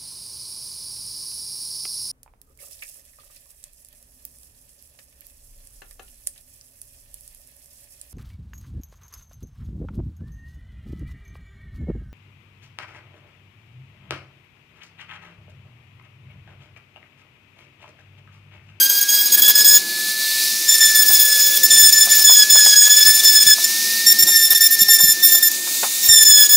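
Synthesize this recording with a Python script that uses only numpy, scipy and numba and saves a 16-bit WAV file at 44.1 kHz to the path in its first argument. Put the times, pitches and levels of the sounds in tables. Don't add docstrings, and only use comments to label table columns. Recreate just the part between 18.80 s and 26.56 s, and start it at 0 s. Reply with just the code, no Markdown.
import sys
import numpy as np
from scipy import signal
from scipy.fft import rfft, irfft, next_fast_len
from scipy.io import wavfile
from scipy.ndimage import uniform_filter1d
from numba import njit

SR = 44100
rng = np.random.default_rng(int(sys.argv[2]) if len(sys.argv) > 2 else 0)


def int16_out(signal):
    q = np.round(np.clip(np.atleast_2d(signal).T, -1, 1) * 32767)
    wavfile.write(sys.argv[1], SR, q.astype(np.int16))


N = 342216
TIME = np.arange(N) / SR


def undb(db):
    return 10 ** (np.asarray(db) / 20)


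def unit(x):
    return x / np.sqrt(np.mean(x ** 2))


def curves(table):
    seconds, *columns = np.transpose(table)
    return [np.interp(TIME, seconds, column) for column in columns]


def colour(x, points):
    hz, db = np.transpose(points)
    size = next_fast_len(N + 4096)
    bins_hz = np.maximum(np.fft.rfftfreq(size, 1 / SR), 1)
    gain = undb(np.interp(np.log(bins_hz), np.log(hz), db))
    return irfft(rfft(x, size) * gain, size)[:N]


def noise(points):
    return unit(colour(rng.standard_normal(N), points))


def resonate(x, hz, width_hz):
    b, a = signal.iirpeak(hz, hz / width_hz, fs=SR)
    return signal.lfilter(b, a, x)


def lowpass(x, hz, order=2):
    return signal.sosfilt(signal.butter(order, hz, fs=SR, output="sos"), x)


def walk(rate):
    points = rng.standard_normal(N // 4)
    return unit(np.interp(TIME * rate, np.arange(N // 4), points))


@njit
def sweep(x, hz, width):
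    y, band, low = np.empty(len(x)), 0., 0.
    for i in range(len(x)):
        g = np.tan(np.pi * hz[i] / SR)
        v = (band + g * (x[i] - low)) / (1 + g * (g + width))
        band, low, y[i] = 2 * v - band, low + 2 * g * v, width * v
    return y


# pitch in Hz, relative level in dB.
SHOP_SPECTRUM = [(40, -52), (100, -28), (150, -18), (195, -0.5), (265, -7), (345, 0), (430, -8),
                 (2000, -17.5)]


def room_hum():
    return undb(-41 + 2.34 * walk(4.024)) * noise(SHOP_SPECTRUM)


# start in seconds, end in seconds, first pitch in Hz, last pitch in Hz, rms level in dB.
RISING_HUMS = [(2.178, 3.111, 507, 532.7, -47), (4.88, 5.7, 202, 217.6, -48.5)]


def rising_hums(fade_s=0.1):
    out = 0
    for start, end, first_hz, last_hz, db in RISING_HUMS:
        gate = np.clip(np.minimum(TIME - start, (end - TIME) / 4) / fade_s, 0, 1)
        hz = np.interp(TIME, (start, end), (first_hz, last_hz))
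        tone = np.sin(2 * np.pi * np.cumsum(hz) / SR)
        out = out + gate * undb(db + 3) * tone
    return out


def workshop(x, t60_s=0.14, wet_db=-19):
    age = TIME[:SR // 2]
    fade = np.exp(-np.log(1000) * age / t60_s)
    tail = rng.standard_normal(len(age)) * fade * (age > .004)
    tail = lowpass(tail, 6800, order=1)
    tail = tail / np.sqrt(np.sum(tail ** 2))
    return x + undb(wet_db) * signal.fftconvolve(x, tail)[:N]


def bursts(table, spectrum, t60_s, rise_s):
    envelope = np.zeros(N)
    for s, db in table:
        age = np.maximum(TIME - s, 0)
        rise = 1 - np.exp(-age / rise_s)
        envelope += undb(db) * rise * np.exp(-np.log(1000) * age / t60_s)
    return envelope * noise(spectrum)


# start in seconds, relative level in dB.
LOW_BUMPS = [(0.905, -37), (0.957, -36), (4.66, -35), (5.43, -35), (6.012, -33), (6.231, -28.5),
             (6.284, -32.5), (7.569, -32)]


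def low_bumps():
    bass = [(30, -2), (220, -1), (700, -33)]
    return undb(6) * bursts(LOW_BUMPS, bass, t60_s=0.084, rise_s=.005)


# start in seconds, relative level in dB.
HARD_KNOCKS = [(2.303, -29), (3.271, -28), (3.493, -18), (3.752, -21), (3.86, -21), (4.07, -27),
               (4.78, -30.5), (5.481, -26.5), (6.085, -27.5), (6.2, -28), (6.545, -30), (6.869, -29),
               (7.03, -14.5)]
# pitch in Hz, relative level in dB.
PANEL_SPECTRUM = [(100, -39), (350, -4.5), (750, 9), (1500, 2), (2500, -3.5), (16000, -23)]


def knocks():
    return bursts(HARD_KNOCKS, PANEL_SPECTRUM, t60_s=.09, rise_s=.001)


# start in seconds, end in seconds,
# relative level in dB, drag in Hz that the whine would lose if the bite lasted.
BITES = [(0.0, 0.069, -21.0, 0.0), (0.095, 0.196, -21, 0.0), (0.21, 0.239, -20.0, 2.0),
         (0.284, 0.487, -24, 15.0), (0.52, 0.557, -19.5, 2.0), (0.62, 0.673, -17.5, 8.0),
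         (0.754, 0.832, -15.5, 29.0), (0.846, 0.985, -15.5, 11.0), (1.88, 1.998, -20, 4.0),
         (2.006, 2.123, -14.5, 52.0), (2.148, 2.236, -14, 78.0), (2.256, 2.437, -19.5, 73.0),
         (2.443, 2.775, -21.0, 77.0), (2.832, 2.869, -13.0, 21.0), (2.906, 3.106, -10.5, 69.0),
         (3.124, 3.271, -15.5, 53.0), (3.291, 3.432, -17.5, 81.0), (3.442, 3.636, -11.0, 132.0),
         (3.7, 3.857, -12, 124.0), (3.86, 3.945, -11.5, 175.0), (3.958, 4.086, -11.5, 102.0),
         (4.095, 4.239, -12.5, 75.0), (4.25, 4.41, -14.5, 54.0), (4.432, 4.639, -14.0, 105.0),
         (4.667, 4.741, -9, 122.0), (4.841, 4.855, -12.5, 0.5), (5.264, 5.33, -15, 33.0),
         (5.387, 5.417, -18.0, 9.0), (5.424, 5.44, -9.5, 9.0), (5.469, 5.683, -16, 37.0),
         (5.748, 5.785, -14.5, 64.0), (5.807, 5.877, -16, 32.0), (5.906, 5.956, -18.5, 35.0),
         (5.989, 6.037, -17, 27.0), (6.083, 6.171, -14.5, 56.0), (6.186, 6.332, -17, 55.0),
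         (6.427, 6.595, -17, 48.5), (6.626, 6.688, -16, 84.0), (7.288, 7.442, -7, 98),
         (7.45, 7.669, -11.5, 130.5), (7.691, 7.777, -15.5, 84)]
START_HZ, FREE_HZ = 1595.8, 1822.8
SPIN_UP_S, INERTIA_S = 1.241, 0.134


def speed():
    free_hz = FREE_HZ - (FREE_HZ - START_HZ) * np.exp(-TIME / SPIN_UP_S)
    drag = sum(drag_hz * ((TIME > start) & (TIME < end)) for start, end, _, drag_hz in BITES)
    keep = np.exp(-1 / (INERTIA_S * SR))
    return free_hz - signal.lfilter([1 - keep], [1, -keep], drag)


# time in seconds,
# relative hiss level in dB, pitch of the hiss peak in Hz, relative whine level in dB.
VENTS = [(0, -23.5, 5500, -28.5), (0.85, -23, 4860, -36), (1.2, -22, 4450, -29), (1.57, -19.5, 4240, -29.5),
         (1.82, -20, 5770, -35), (2.15, -20.5, 5800, -23), (2.8, -19.5, 5760, -31),
         (3.9, -20.5, 5600, -27.5), (4.9, -20.5, 5704, -31.5), (5.2, -18, 5120, -26.5),
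         (5.5, -24, 5743, -29), (6.65, -24, 5716, -30.5), (6.8, -22.5, 7520, -36), (7.2, -22, 7210, -39),
         (7.76, -26.5, 6020, -32)]
# pitch in Hz, relative level in dB.
AIR_SPECTRUM = [(60, -60), (200, -22), (1800, -16.5), (2300, -3.5), (3200, -8), (3750, 0.5), (7000, -1),
                (8000, -2.5), (10000, -0.5), (12500, -1.5), (16000, -2)]


def motor(phase, pitch_hz, overtones=((2, -37), (8, -32.5)), fade_db_per_hz=0.1):
    hiss_db, peak_hz, whine_db = curves(VENTS)
    whine = undb(whine_db + 4.0 + .5 * walk(49)) * np.sin(phase)
    slow_db = fade_db_per_hz * (FREE_HZ - pitch_hz)
    for multiple, db in overtones:
        level = undb(db - slow_db + 2 * walk(25)) * np.sqrt(2)
        whine = whine + level * np.sin(multiple * phase + .3 * walk(80))
    air = noise(AIR_SPECTRUM)
    air = unit(air + .9 * sweep(air, peak_hz, .3))
    return whine + undb(hiss_db + 0.5 + 1.23 * walk(20)) * air


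UPRIGHT_FROM_S, UPRIGHT_TO_S = 5.0, 7.0


def is_upright(s):
    return (s > UPRIGHT_FROM_S) & (s < UPRIGHT_TO_S)


# start in seconds, end in seconds, relative level in dB.
SKIDS = [(0.57, 0.605, -23.5), (0.677, 0.722, -20), (2.766, 2.778, -18.5), (3.353, 3.426, -23),
         (5.704, 5.739, -19.5), (6.714, 6.72, -22), (7.228, 7.28, -29)]
SKID_SHRILL_DB, SKID_ROUGH = 5.5, 0.52
# time in seconds, shrillness in dB.
SHRILLNESS = [(0.5, 0.5), (1.95, -8), (2.25, 6), (2.5, 0.5), (2.85, -2.5), (4.7, -3), (5.4, -2), (6.6, 5),
              (7.3, 1), (7.6, 4.5)]
BITE_DB, BITE_ROUGH = -16, 0.16
DULL_DB_PER_DB, DULL_DB_PER_HZ, CLEAN_PER_DB = 0.48, 0.06, 0.01
UPRIGHT_ROUGH_SHARE = 0.44


def touches():
    rows = [(start, end, db, SKID_SHRILL_DB, SKID_ROUGH) for start, end, db in SKIDS]
    for start, end, db, drag_hz in BITES:
        louder_db = db - BITE_DB
        ordinary_db = np.interp(start, *np.transpose(SHRILLNESS))
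        shrill_db = ordinary_db - DULL_DB_PER_DB * louder_db - DULL_DB_PER_HZ * drag_hz
        rough = BITE_ROUGH - CLEAN_PER_DB * louder_db
        if is_upright(start):
            rough = rough * UPRIGHT_ROUGH_SHARE
        rows.append((start, end, db, shrill_db, rough))
    return rows


def contact(grab_s=0.0025, release_s=0.0062, sag_db=2.0, approach_s=0.046, leave_s=0.02, graze_db=-16):
    force, weight, shrill, rough = np.zeros((4, N))
    for start, end, db, shrill_db, roughness in touches():
        near = slice(max(int((start - .15) * SR), 0), int((end + .1) * SR))
        t = TIME[near]
        grab = grab_s * (1 + (end - start) / 0.06)
        firm = (1 + np.tanh(2 * (t - start) / grab)) * (1 + np.tanh(2 * (end - t) / release_s)) / 4
        away = np.maximum(np.maximum((start - t) / approach_s, (t - end) / leave_s), 0)
        gate = np.maximum(firm, undb(graze_db) * np.exp(-away ** 2))
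        progress = np.clip((t - start) / max(end - start, .005), 0, 1)
        push = gate * undb(db + sag_db * (1.0 - progress))
        force[near] = np.maximum(force[near], push)
        weight[near] += gate
        shrill[near] += gate * shrill_db
        rough[near] += gate * roughness
    weight += 1e-9
    return force, shrill / weight, np.clip(rough / weight, 0, 1)


def low_rumble(force, patchy_db=7, top_hz=110):
    rumble = unit(lowpass(rng.standard_normal(N), top_hz))
    return undb(-47.5 + patchy_db * walk(24)) * force * rumble


# pitch in Hz, relative level in dB.
CHIP_SPECTRUM = [(60, -80), (500, 4.5), (1900, 1), (2400, 3.5), (6500, 12), (9000, 6), (15500, 6)]
# pitch in Hz, width in Hz of each of two passes, relative level in dB.
SHANK = [(13670, 380, -8), (15260, 200, -6)]


def chips(phase, force, shrill_db, rough, upright, grain_db=3):
    once_a_cycle = 1 + .5 * np.cos(phase)
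    grains = rng.standard_normal(N) * undb(grain_db * walk(900)) * once_a_cycle
    spray = unit(colour(grains, CHIP_SPECTRUM)) * (0.036 + rough) * undb(0.22 * shrill_db)
    ring = 0
    for hz, width_hz, db in SHANK:
        ring = ring + undb(db) * resonate(resonate(grains, hz, width_hz), hz, width_hz)
    ring_db = np.where(upright, -15, -5) + 0.53 * shrill_db
    return force * (undb(1.5) * spray + undb(ring_db) * unit(ring) * (0.31 + rough))


# multiple of the whine pitch, relative level in dB.
SLANTED = [(1, -10), (2, -5.5), (3, 1), (4, 2), (5, -4), (6, -9.5), (7, -11), (8, -4), (9, -2)]
UPRIGHT = [(1, -9), (2, -6.5), (3, 1.5), (4, 0), (5, -8), (6, -3), (7, -1.5), (8, 2)]


def squeal(phase, force, shrill_db, rough, upright, flicker_db=4.0, flutter_db=2.5,
           shrill_share=0.74, shrill_from_hz=6500, shrill_full_hz=11000):
    phase = phase + (.15 + rough) * walk(60)
    phase = phase + (.03 + .6 * rough ** 1.4) * walk(330)
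    shrill_db = shrill_db + np.where(upright, 1.5, 6)
    slanted, steep = np.transpose(SLANTED), np.transpose(UPRIGHT)
    out = 0
    for k in range(1, len(SLANTED) + 1):
        db = np.where(upright, np.interp(k, *steep, right=-14), np.interp(k, *slanted))
        treble = np.clip((k * START_HZ - shrill_from_hz) / (shrill_full_hz - shrill_from_hz), 0, 1)
        db = db + shrill_share * treble * shrill_db
        db = db + flicker_db * np.tanh(walk(45)) * (0.77 + 2 * rough)
        db = db + flutter_db * walk(260)
        shift = rng.uniform(0, 2 * np.pi) + walk(24) / k
        out = out + undb(db) * np.sin(k * phase + shift)
    return undb(-3) * force * out


def ringing(chatter, hz=3290, width_hz=74, level_db=1.5):
    return undb(level_db) * resonate(chatter, hz, width_hz)


def scene():
    pitch_hz = speed()
    phase = 2 * np.pi * np.cumsum(pitch_hz) / SR
    upright = is_upright(TIME)
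    force, shrill_db, rough = contact()
    force = force * undb(1.5 + 3.0 * np.tanh(walk(70)))
    chatter = squeal(phase, force, shrill_db, rough, upright)
    chatter = chatter + ringing(chatter)
    cut = chatter + chips(phase, force, shrill_db, rough, upright) + low_rumble(force)
    flutter = 1 + .07 * np.sin(2 * np.pi * 480 * TIME)
    tool = (cut + motor(phase, pitch_hz)) * flutter
    mono = workshop(tool + knocks() + low_bumps()) + rising_hums() + room_hum()
    return np.array([mono, mono])


def limit(x, top_db=-6.5, strength=0.97, release_s=0.041):
    power = uniform_filter1d(x[0] ** 2, size=256) + 1e-12
    fall = TIME / release_s
    held = np.exp(np.maximum.accumulate(np.log(power) / 2 + fall) - fall)
    return x * np.minimum(undb(top_db) / held, 1) ** strength


def record(dry):
    clipped = np.clip(limit(dry), -1, 1)
    top = signal.ellip(12, .2, 70, 15700, fs=SR, output="sos")
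    return signal.sosfilt(top, clipped)


dry = scene()
out = record(dry)
int16_out(out)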